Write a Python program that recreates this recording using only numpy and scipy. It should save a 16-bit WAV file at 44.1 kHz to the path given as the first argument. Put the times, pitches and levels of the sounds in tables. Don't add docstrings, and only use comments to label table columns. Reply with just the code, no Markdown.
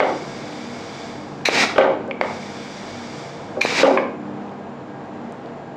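import sys
import numpy as np
from scipy import signal
from scipy.fft import rfft, irfft
from scipy.io import wavfile

SR = 44100
rng = np.random.default_rng(int(sys.argv[2]) if len(sys.argv) > 2 else 0)


def wav_out(sig):
    wavfile.write(sys.argv[1], SR, np.round(np.clip(np.atleast_2d(sig).T, -1, 1) * 32767).astype(np.int16))


def level_to_linear(level):
    exponent = np.asarray(level, float) / 20
    return 10 ** exponent


N = 254016

# freq_hz, density_db
SHOP_SPECTRUM = [(21, -68.5), (36, -30.5), (70, -28), (84, -18.5), (134, -8.5), (236, -7), (328, -7.5),
                 (466, -9.5), (801, -9.5), (1410, -20.5), (1620, -22.5), (7290, -48), (9900, -67.5),
                 (12900, -77), (21800, -120)]
# freq_hz, width_hz, level_db
DRONES = [(48.5, 2.2, -64), (96.8, 5.4, -56), (141.5, 2.8, -47), (202.1, 1.33, -44), (237.8, 5.6, -42.5),
          (300.2, 2.7, -45), (469.5, 7.6, -46.5), (491.6, 7.9, -55), (676.5, 23, -49), (801, 9.5, -51),
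          (1625, 8.7, -57)]
# freq_hz, level_db
LAMP_BUZZ = [(6800, -87), (7100, -74), (7150, -77), (7200, -87), (7250, -87)]
# freq_hz, t60_s
ROOM_T60 = [(150, 0.55), (600, 0.51), (2500, 0.44), (8000, 0.35)]
# start_s, level_db, pitch_hz
TOUCHES = [
    (1.411, -37.5, 885),
    (2.078, -56, 6400),
    (4.258, -61, 2470),
    (4.494, -52, 3000),
    (5.323, -50.5, 7500),
    (5.46, -51, 4060),
]
# start_s, level_db, t60_s, low_modes_db (modes under 2 kHz)
TICKS = [(1.4939, 0.5, 0.0029, -1), (1.78, -25, 0.011, 5), (1.8096, -16, 0.014, -10),
         (2.1110, -13.5, 0.0069, -8), (3.6152, -8, 0.011, -9), (3.6588, -8.5, 0.0045, 2.5),
         (3.751, -25, .008, -12), (3.779, -27, .008, -4), (3.8075, -30, 0.013, -2),
         (3.9739, -14.5, 0.018, 7.5), (3.981, -24, 0.007, 9)]
# freq_hz, level_db
ARMATURE_MODES = [(1050, 9.5), (1330, 1), (1600, 3.5), (1950, 0.5), (2180, 12), (2390, 16), (2620, -4),
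                  (2930, -10), (3600, -9), (4200, -20), (5300, -23), (7200, -26)]
# start_s, ring_db, clatter_db, hardness_hz
BLOWS = [(.005, -13, -8.5, 2600), (.024, -22, -10, 2200), (.085, -26, -19, 1500), (.135, -41, -27, 1500),
         (1.758, -34, -19, 3000), (1.7800, -6, -1, 2500), (1.799, -10.5, -10, 1800),
         (1.811, -25, -7.5, 3000), (1.840, -14.5, -13, 1480), (1.869, -23, -21.5, 1500),
         (2.078, -24.5, -29, 700), (2.215, -23.5, -18.5, 2800), (2.234, -30, -15.5, 2000),
         (3.566, -20.5, -28, 706), (3.8304, -8, 0.5, 1550), (3.845, -15, -1.5, 2200),
         (3.874, -9.5, -11, 800), (3.904, -7.5, -21, 800), (3.975, -25.5, -19, 2770)]
# freq_hz, level_db, t60_s
BENCH_MODES = [(239.7, -11, 0.29), (273, -5, 0.14), (320.3, -8.5, 0.41), (381.6, -3, 0.23), (499, 1, 0.17),
               (541.8, 5, 0.15), (605.6, 4, 0.15), (706, -1.5, 0.067), (783, -4, 0.29), (842, -9, 0.18),
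               (1129, -6.5, 0.14), (1536, -0.5, 0.087), (2200, -9.5, .035), (2450, -7.5, 0.059)]
# freq_hz, level_db, t60_s
CLATTER_BANDS = [(245, -18.5, 0.34), (328, -10.5, 0.62), (488, 6, 0.13), (800, 0.5, 0.28),
                 (1190, 3.5, 0.11), (1800, -1, 0.18), (2635, -1.5, 0.11), (3320, -23.5, 0.37),
                 (5000, -42, .2)]
# start_s, level_db
POPS_OUT = [
    (.0019, -5),
    (2.2119, -5.5),
]
# freq_hz, level_db, t60_s
POP_OUT_MODES = [(670, 0, 0.0042), (2133, -12.5, 0.0086), (1810, -23, 0.017), (4650, -39, 0.019)]
# start_s, level_db
POPS_BACK = [
    (1.4869, 3.8),
    (3.6503, 1.8),
]
# freq_hz, level_db, t60_s
POP_BACK_MODES = [(517, 0.5, 0.0036), (1450, -30.5, 0.0067)]
# open_s, shut_s, level_db, spit_s
PILOTS = [
    (1.45, 1.492, -13.5, 0.013),
    (3.607, 3.652, -17, 0.01),
]
# freq_hz, density_db
PILOT_SPECTRUM = [(290, -53), (500, -7.5), (1830, -5), (2350, -31), (3340, -15.5), (4030, 5.5), (4680, -12),
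                  (6080, -13.5), (9900, -28), (12900, -66), (21800, -120)]
# freq_hz, width_hz, level_db
PILOT_PEAKS = [(2320, 550, 2.5), (4000, 460, -21.5), (5900, 420, -10.5)]
# open_s, full_reach_s, shut_s, level_db
OUT_STROKES = [
    (-.03, 1.042, 2, -45),
    (2.207, 3.21, 3.604, -45),
]
# freq_hz, density_db
CREEP_SPECTRUM = [(710, -18), (1200, 1.5), (1930, 0.5), (2290, -16), (2660, -6.5), (3490, -0.5),
                  (4170, -4.5), (4800, -2), (7600, -11), (9900, -30.5), (12900, -62), (21800, -120)]
# freq_hz, width_hz, level_db
CREEP_PEAKS = [(2236, 400, -4), (3550, 71, -15.5), (4800, 260, -11.5), (5650, 310, -14.5)]
# open_s, build_s, stop_s, level_db, rumble_db (re hiss)
RETURNS = [
    (1.488, 0.11, 1.642, -21, -7.5),
    (3.656, 0.15, 3.816, -26, -8),
]
# start_s, length_s, level_db, sag_db_s,
# rumble_db (re hiss)
BLEEDS = [
    (1.708, 0.081, -49.5, 7, -2),
    (1.781, .02, -33.5, 397, 9),
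    (3.65, .004, -28, 898, -11.5),
    (3.835, 0.1, -30.5, 108, -19),
]
# freq_hz, density_db
RUSH_SPECTRUM = [(530, -56), (900, -15), (1360, -13), (1950, -0.5), (2150, -9.5), (2690, -3.5),
                 (3030, -9.5), (4950, -8.5), (6900, -15.5), (9510, -32), (9900, -50), (12900, -53.5),
                 (21800, -120)]
# freq_hz, width_hz, level_db
RUSH_PEAKS = [(2310, 380, -2), (3840, 410, -10), (5000, 460, -17)]
# freq_hz, density_db
RUMBLE_SPECTRUM = [(59, -46), (100, -49), (150, -5.5), (403, -2), (489, -0.5), (547, -5.5), (769, -2),
                   (1500, -9.5), (1950, -21.5), (3300, -120)]

SHOP_DB = -35
ROOM_DB, ROOM_ONSET_S = -13, 0.013
RUSH_FLUTTER_DB, CALM_FLUTTER_DB = 1.0, 0.4
PILOT_ATTACK_S, SPIT_DB, PILOT_SAG_DB_S = 0.0085, 7.5, 119.5
CREEP_ATTACK_S, CREEP_SURGE_DB, CREEP_SURGE_S, CREEP_SAG_DB_S = 0.0037, 1, 0.017, 30.5
BUILD_DB, RUSH_RELEASE_DB_S, BLEED_RELEASE_DB_S = 12.5, 598, 245
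SQUEEZE_DB, RELEASE_DB_S, LIMIT = -9, 170, 0.8
GAP_HZ, TOP_HZ = (9950, 10450), 13800


def at_hz(points, hz):
    table_hz, values = np.array(points).T
    return np.interp(np.log(hz + 1), np.log(table_hz), values)


def rms_one(x):
    return x / np.sqrt(np.mean(x ** 2) + 1e-20)


def band_pass(x, low_hz, high_hz):
    return signal.sosfilt(signal.butter(2, [low_hz, high_hz], "band", fs=SR, output="sos"), x)


def drift(rate_hz):
    pole = np.exp(-80 * np.pi * rate_hz / SR)
    noise = rng.standard_normal(N // 40 + 2002)
    slow = signal.lfilter([1], [1, -2 * pole, pole * pole], noise)[2000:]
    return np.interp(np.arange(N) / 40, np.arange(len(slow)), rms_one(slow))


def coloured(spectrum, top_db=-90):
    hz = np.fft.rfftfreq(N, 1 / SR)
    shape_db = np.where(hz < GAP_HZ[1], at_hz(spectrum, hz), top_db)
    return rms_one(irfft(rfft(rng.standard_normal(N)) * level_to_linear(shape_db), N))


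def whistles(peaks):
    hz, power = np.fft.rfftfreq(N, 1 / SR), 0
    for centre_hz, width_hz, level_db in peaks:
        hump = 1 / (1 + ((hz - centre_hz) / (width_hz / 2)) ** 2) ** 2
        power = power + level_to_linear(2 * level_db) * hump / np.mean(hump)
    return irfft(rfft(rng.standard_normal(N)) * np.sqrt(power), N)


def click(length_s):
    return np.r_[1., np.zeros(round(length_s * SR))]


def judder(decay_s):
    t = np.arange(round(0.6 * SR)) / SR
    pushes = 0.06 * rng.standard_normal(len(t)) * np.exp(-t / decay_s)
    return click(0.6)[:-1] + pushes


def ring(push, hz, t60_s):
    radius, angle = level_to_linear(-60 / (t60_s * SR)), 2 * np.pi * hz / SR
    denominator = [1, -2 * radius * np.cos(angle), radius * radius]
    return signal.lfilter([0, np.sin(angle)], denominator, push + 1e-18)


def add(track, start_s, x):
    i = round(start_s * SR)
    track[i:i + len(x)] += x[:N - i]


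def workshop():
    t = np.arange(N) / SR
    tones = sum(level_to_linear(level_db) * np.sin(2 * np.pi * hz * t + k) for k, (hz, level_db) in enumerate(LAMP_BUZZ))
    buzz = level_to_linear(0.5 + 1.5 * drift(8)) * tones
    swell = level_to_linear(0.6 * drift(4))
    return level_to_linear(SHOP_DB) * swell * coloured(SHOP_SPECTRUM, top_db=-72) + whistles(DRONES) + buzz


def room(x):
    t, echo = np.arange(SR) / SR, 0
    for low_hz in 90 * 2. ** np.arange(7):
        band = band_pass(rng.standard_normal(SR), low_hz, 2 * low_hz)
        echo = echo + band * level_to_linear(-60 * t / at_hz(ROOM_T60, low_hz * np.sqrt(2)))
    echo *= 1 - np.exp(-(t / ROOM_ONSET_S) ** 2)
    return signal.fftconvolve(x, echo / np.sqrt(np.sum(echo ** 2)))[:N]


def touches():
    out = np.zeros(N)
    for start_s, level_db, hz in TOUCHES:
        modes = sum(ring(click(0.03), hz * ratio, 0.0092) for ratio in (0.82, 0.91, 1, 1.08, 1.15))
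        add(out, start_s, level_to_linear(level_db + 2.5) * modes)
    return band_pass(out, 600, 9500)


def ticks():
    out = np.zeros(N)
    for start_s, tick_db, t60_s, low_modes_db in TICKS:
        push = judder(t60_s / 1.4)[:SR // 8]
        for k, (hz, mode_db) in enumerate(ARMATURE_MODES):
            level_db = tick_db + mode_db - 8 + low_modes_db * (hz < 2000)
            add(out, start_s, level_to_linear(level_db) * ring(push, hz, t60_s) * (-1) ** k)
    return out


def bench():
    out, t = np.zeros(N), np.arange(round(0.6 * SR)) / SR
    for start_s, ring_db, clatter_db, hardness_hz in BLOWS:
        push = judder(0.013)
        modes = 0
        for k, (hz, level_db, t60_s) in enumerate(BENCH_MODES):
            modes = modes + level_to_linear(level_db - 4) * ring(push, hz, t60_s) * (-1) ** k
        white = rng.standard_normal(len(t))
        clatter = 0
        for hz, level_db, t60_s in CLATTER_BANDS:
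            band = rms_one(band_pass(white, hz / 1.22, hz * 1.22))
            clatter = clatter + band * level_to_linear(level_db - 6 - 60 * t / t60_s)
        clatter = clatter * (1 - np.exp(-t / 0.001))
        contact = signal.butter(2, hardness_hz, fs=SR, output="sos")
        add(out, start_s, signal.sosfilt(contact, level_to_linear(ring_db) * modes + level_to_linear(clatter_db) * clatter))
    return out


def pops():
    out = np.zeros(N)
    for events, modes, swell_s in ((POPS_OUT, POP_OUT_MODES, 0.0011), (POPS_BACK, POP_BACK_MODES, 0.0016)):
        wavelet = sum(level_to_linear(level_db) * ring(click(0.05), hz, t60_s) for hz, level_db, t60_s in modes)
        wavelet *= 1 - np.exp(-(np.arange(len(wavelet)) / (swell_s * SR)) ** 2)
        for start_s, level_db in events:
            add(out, start_s, level_to_linear(level_db + 25.5) * wavelet)
    return out


def puff(open_s, shut_s, attack_s, release_db_s):
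    since_s = np.arange(N) / SR - open_s
    fall_db = release_db_s * np.maximum(since_s - (shut_s - open_s), 0)
    opening = np.clip(since_s / attack_s, 0, 1) ** 2
    return np.maximum(since_s, 0), opening * level_to_linear(-np.minimum(fall_db, 200))


def pilot_flow():
    flow = 0
    for open_s, shut_s, level_db, spit_s in PILOTS:
        since_s, gain = puff(open_s, shut_s, PILOT_ATTACK_S, release_db_s=9001)
        spit_db = SPIT_DB * np.exp(-(since_s / spit_s) ** 4)
        flow = flow + gain * level_to_linear(level_db + spit_db - PILOT_SAG_DB_S * since_s)
    return flow


def creep_flow():
    flow = 0
    for open_s, full_reach_s, shut_s, level_db in OUT_STROKES:
        since_s, gain = puff(open_s, shut_s, CREEP_ATTACK_S, release_db_s=1998)
        surge_db = CREEP_SURGE_DB * np.exp(-since_s / CREEP_SURGE_S)
        sag_db = CREEP_SAG_DB_S * np.maximum(since_s - (full_reach_s - open_s), 0)
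        flow = flow + gain * level_to_linear(level_db + surge_db - sag_db)
    return flow


def rush_flow():
    flows = []
    for open_s, build_s, stop_s, level_db, rumble_db in RETURNS:
        since_s, gain = puff(open_s, stop_s, 0.0034, RUSH_RELEASE_DB_S)
        lag_db = BUILD_DB * np.maximum(1 - since_s / build_s, 0)
        flows.append((gain * level_to_linear(level_db - lag_db), rumble_db))
    for start_s, length_s, level_db, sag_db_s, rumble_db in BLEEDS:
        since_s, gain = puff(start_s, start_s + length_s, 0.0013, BLEED_RELEASE_DB_S)
        sag_db = sag_db_s * np.minimum(since_s, length_s)
        flows.append((gain * level_to_linear(level_db - sag_db), rumble_db))
    hiss = sum(flow for flow, _ in flows)
    shake = sum(flow * level_to_linear(rumble_db) for flow, rumble_db in flows)
    return hiss, shake


def jet(spectrum, peaks, top_db, flutter_db):
    return rms_one(coloured(spectrum, top_db) + whistles(peaks)) * level_to_linear(flutter_db * drift(16))


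def exhausts():
    hiss, shake = rush_flow()
    pilot = pilot_flow() * jet(PILOT_SPECTRUM, PILOT_PEAKS, top_db=-29.5, flutter_db=CALM_FLUTTER_DB)
    creep = creep_flow() * level_to_linear(4) * jet(CREEP_SPECTRUM, CREEP_PEAKS, top_db=-33, flutter_db=CALM_FLUTTER_DB)
    rush = hiss * level_to_linear(7) * jet(RUSH_SPECTRUM, RUSH_PEAKS, top_db=-38, flutter_db=RUSH_FLUTTER_DB)
    rumble = shake * level_to_linear(11.5 + 3.1 * drift(40)) * coloured(RUMBLE_SPECTRUM)
    return pilot + creep + rush + rumble


def scene():
    knocks = band_pass(band_pass(pops() + bench() + ticks(), 110, 6200), 130, 5200)
    rig = exhausts() + knocks + touches()
    return (rig + level_to_linear(ROOM_DB) * room(rig) + workshop())[None]


def band_limit(x):
    return signal.sosfilt(signal.butter(12, 13810, fs=SR, output="sos"), x)


def record(dry):
    over_db = np.maximum(20 * np.log10(np.abs(dry[0]) + 1e-9) - SQUEEZE_DB, 0)
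    fall_db = RELEASE_DB_S * np.arange(N) / SR
    held_db = np.maximum.accumulate(over_db + fall_db) - fall_db
    x = dry * level_to_linear(-0.6 * signal.lfilter([0.04], [1, -0.96], held_db))
    x = x / (1 + (np.abs(x) / LIMIT) ** 6) ** (1 / 6)
    x = signal.sosfilt(signal.cheby2(6, 45, GAP_HZ, "bandstop", fs=SR, output="sos"), x)
    x = signal.sosfilt(signal.cheby2(12, 60, TOP_HZ + 350, fs=SR, output="sos"), x)
    return band_limit(x)


dry = scene()
out = record(dry)
wav_out(out)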